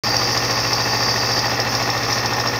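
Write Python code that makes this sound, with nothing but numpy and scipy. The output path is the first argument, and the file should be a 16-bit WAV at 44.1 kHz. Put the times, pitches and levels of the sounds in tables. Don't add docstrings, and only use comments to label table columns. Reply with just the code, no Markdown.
import sys
import numpy as np
from scipy import signal
from scipy.fft import rfft, irfft
from scipy.io import wavfile
from scipy.ndimage import uniform_filter1d

SR = 44100
rng = np.random.default_rng(int(sys.argv[2]) if len(sys.argv) > 2 else 0)


def store_pcm(level_fs):
    pcm = np.round(np.clip(level_fs, -1, 1) * 32767).astype(np.int16)
    wavfile.write(sys.argv[1], SR, np.atleast_2d(pcm).T)


N = 114219

SHAFT_HZ, HUM_HZ = 53.06, 119.93
JITTER_S, MAINS_PULL_S = .00012, .0007

# level in dB at 1, 2, 3, .. times the shaft rate.
SHAFT_TONES_DB = [-46.5, -38, -52, -41, -45.5, -50, -54.5, -48, -42, -44.5, -43]
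# level in dB at the hum plus 0, 1, 2 shaft rates.
HUM_TONES_DB = [-31, -47, -41]
# frequency in Hz, level in dB.
DRONE_TONES = [(48.7, -58), (72.9, -46), (292.9, -42.5)]

# shaft angle in turns, relative level in dB, hum phase of the hardest hit in cycles.
TURN_KNOCKS = [(.03, -6.5, 0.396), (.2, -5, .2), (.31, -3.5, 0.614), (.4, -4.5, 0.84), (.58, 0.5, 0.096),
               (.7, -9.5, 0.538), (.92, -4.5, 0.844)]
TURN_TICKS = [(.5, 0, .8), (.84, 11, 0.93), (.99, -6, 0.058)]
# start in seconds, relative level in dB.
HARD_SNAPS = [(0.164, -14), (0.2977, -26), (0.3736, -15), (0.5063, -14.5), (0.5995, -15), (0.7306, -13),
              (1.0908, -17.5), (1.3896, -19), (1.505, -19.5), (1.5992, -15), (1.7494, -14.5), (2.032, -20),
              (2.257, -16), (2.398, -17), (2.473, -17.5)]
# time in seconds, level in dB.
HISS_LEVELS = [(.04, -25), (.26, -26.5), (.33, -24), (.42, -26.5), (.8, -26.5), (1.15, -26.5),
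               (1.39, -26.5), (1.48, -29.5), (1.67, -33), (1.72, -24.5), (1.77, -26.5), (1.81, -28.5),
               (2.06, -30), (2.1, -25.5), (2.15, -24), (2.22, -30.5), (2.58, -31)]
FIZZ_LEVELS = [(.04, -26), (.26, -24.5), (.36, -32), (.65, -29.5), (1.0, -25), (1.38, -26.5), (1.46, -27),
               (1.6, -40), (2.58, -60)]

# frequency in Hz, relative gain in dB.
THUD_COLOUR = [(90, -24.5), (150, -3.5), (270, -1), (340, -7), (550, -0.5), (720, -8), (820, 1),
               (1000, -1.5), (1550, -7.5), (1820, -3.5), (2200, -6), (2650, -6), (3000, -35), (6500, -40)]
RATTLE_COLOUR = [(90, -31.5), (200, -9.5), (340, -6), (520, -3), (720, -3.5), (780, -2), (900, -0.5),
                 (970, -5.5), (1120, 0), (1350, -3.5), (1590, -7.5), (1780, -1.5), (2000, -4), (2380, -11),
                 (2660, -3.5), (2880, -15.5), (3450, -13), (3900, -17), (4200, -9), (4700, -35.5),
                 (6500, -59), (10000, -64)]
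TICK_COLOUR = [(2240, -35), (3800, 14.5), (4380, -4.5), (4850, 13), (5490, 20.5), (5800, -32), (6400, 10.5),
               (7300, -10), (8120, -13), (9540, -9.5), (10700, -26), (13200, -12), (14300, -14),
               (15700, -7)]
AIR_COLOUR = [(2500, -37), (4100, -12), (4600, 1.5), (5000, 5.5), (5600, 3), (6300, -1.5), (6700, -12.5),
              (7100, -15.5), (7800, -50), (9000, -22), (9600, -15.5), (10500, -56), (13400, -13),
              (14250, -24), (15700, -30)]
SIZZLE_COLOUR = [(8000, -47), (12000, -6), (13600, -21), (14250, 10), (14900, -5), (15700, -13)]
HARD_SNAP_COLOUR = [(2500, -22), (4200, -15), (4750, 1), (5550, 3), (5950, -9), (6600, -17), (7600, -35),
                    (9500, -26), (11000, -45), (14200, -30), (15700, -45)]
ROOM_COLOUR = [(25, -16), (40, -5), (63, 4), (85, -3), (200, 1.5), (600, -8.5), (3000, -35)]

# frequency in Hz, width in Hz, relative gain in dB.
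CASE_RESONANCES = [(822, 55, 0), (1815, 45, -1.5), (2650, 70, -12), (3680, 70, -8.5)]
VALVE_RESONANCES = [(4900, 54, -2), (5470, 47, 0)]
CUP_RESONANCES = [(4678, 78, 8), (4660, 160, -5), (4970, 130, -5), (5240, 120, -7)]


def undb(db):
    return 10 ** (np.asarray(db) / 20)


def level(x, db):
    return x * undb(db) / np.sqrt(np.mean(x ** 2))


def noise():
    return rng.standard_normal(N)


def colour(x, points, size=4096):
    hz, db = np.array(points).T
    bins_hz = np.maximum(np.fft.rfftfreq(size, 1 / SR), 1)
    gain = undb(np.interp(np.log(bins_hz), np.log(hz), db))
    cepstrum = irfft(np.log(gain))
    cepstrum[1:size // 2] *= 2
    cepstrum[size // 2 + 1:] = 0
    response = irfft(np.exp(rfft(cepstrum)))
    return signal.fftconvolve(x, response)[:N]


def ring(x, modes):
    return sum(undb(db) * signal.lfilter(*signal.iirpeak(hz, hz / width, fs=SR), x)
               for hz, width, db in modes)


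def pulses(times, sizes):
    at = np.round(times * SR).astype(int)
    inside = (at >= 0) & (at < N)
    return np.bincount(at[inside], sizes[inside], N)


def fade(x, decay_s):
    return signal.lfilter([1], [1, -np.exp(-1 / (decay_s * SR))], x)


def blows(table, swing_db, scatter_db):
    turns = np.arange(int(N / SR * SHAFT_HZ) + 1)
    hits = np.zeros(N)
    for angle, db, hardest_phase in table:
        lateness, strength = rng.standard_normal((len(turns), 2)).T
        times = (turns + angle) / SHAFT_HZ
        hum_phase = 2 * np.pi * (HUM_HZ * times - hardest_phase)
        times = times + JITTER_S * lateness - MAINS_PULL_S * np.sin(hum_phase)
        hits += pulses(times, undb(db + swing_db * np.cos(hum_phase) + scatter_db * strength))
    return hits


def motor(t):
    tones = [((k + 1) * SHAFT_HZ, db) for k, db in enumerate(SHAFT_TONES_DB)]
    tones += [(HUM_HZ + k * SHAFT_HZ, db) for k, db in enumerate(HUM_TONES_DB)]
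    return sum(np.sqrt(2) * undb(db) * np.sin(2 * np.pi * (hz * t + rng.random()))
               for hz, db in tones + DRONE_TONES)


def housing_knocks():
    hits = blows(TURN_KNOCKS, swing_db=2.5, scatter_db=.5)
    thud = level(colour(-hits, THUD_COLOUR), db=-30)
    tails = fade(hits, decay_s=.0024)
    rattle = fade(tails, .001) * noise()
    ringing = ring(level(hits, db=0) + level(rattle, db=0), CASE_RESONANCES)
    return thud + level(colour(rattle, RATTLE_COLOUR), db=-24.5) + level(ringing, db=-32)


def valve_ticks():
    hits = blows(TURN_TICKS, swing_db=10, scatter_db=1.5)
    envelope = fade(hits, decay_s=.0033)
    ringing = ring(envelope * noise(), VALVE_RESONANCES)
    ticks = colour(envelope * noise(), TICK_COLOUR)
    return level(ticks, db=-34.5) + level(ringing, db=-38.5)


def air_hiss(t, sputter_hz=230, sputter_db=.5):
    flutter = uniform_filter1d(noise(), int(SR / sputter_hz))
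    sputter = undb(sputter_db * level(flutter, db=0))
    hiss = colour(noise() * sputter, AIR_COLOUR)
    hiss_db = np.interp(t, *np.array(HISS_LEVELS).T)
    sizzle = colour(noise() * sputter, SIZZLE_COLOUR)
    return level(hiss, hiss_db) + level(sizzle, db=-46)


def droplets(per_s=500, scatter_db=1.5):
    return (rng.random(N) < per_s / SR) * undb(scatter_db * noise())


def cup_fizz(t):
    ringing = sum(ring(droplets(), [mode]) for mode in CUP_RESONANCES)
    fizz_db = np.interp(t, *np.array(FIZZ_LEVELS).T)
    return level(colour(ringing, AIR_COLOUR), fizz_db)


def valve_snaps():
    times, db = np.array(HARD_SNAPS).T
    tails = fade(pulses(times, undb(db)), decay_s=.0056)
    bursts = fade(tails, .00032) * noise()
    return level(colour(bursts, HARD_SNAP_COLOUR), db=-33)


def bedroom_echo(x, t60_s=.083, db=-12):
    tail = noise() * np.exp(-np.log(1000) * np.arange(N) / SR / t60_s)
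    return undb(db) * signal.fftconvolve(x, tail / np.linalg.norm(tail))[:N]


def scene():
    t = np.arange(N) / SR
    hum = motor(t)
    buzz = housing_knocks() + valve_ticks() + air_hiss(t) + cup_fizz(t) + valve_snaps()
    room_tone = level(colour(noise(), ROOM_COLOUR), db=-42.5)
    return (hum + buzz + bedroom_echo(buzz) + room_tone)[None]


def record(dry, start_s=.036, top_hz=15700):
    on = np.arange(N) / SR >= start_s
    lowpass = signal.ellip(10, .2, 80, top_hz, fs=SR, output="sos")
    return signal.sosfilt(lowpass, dry * on)


dry = scene()
out = record(dry)
store_pcm(out)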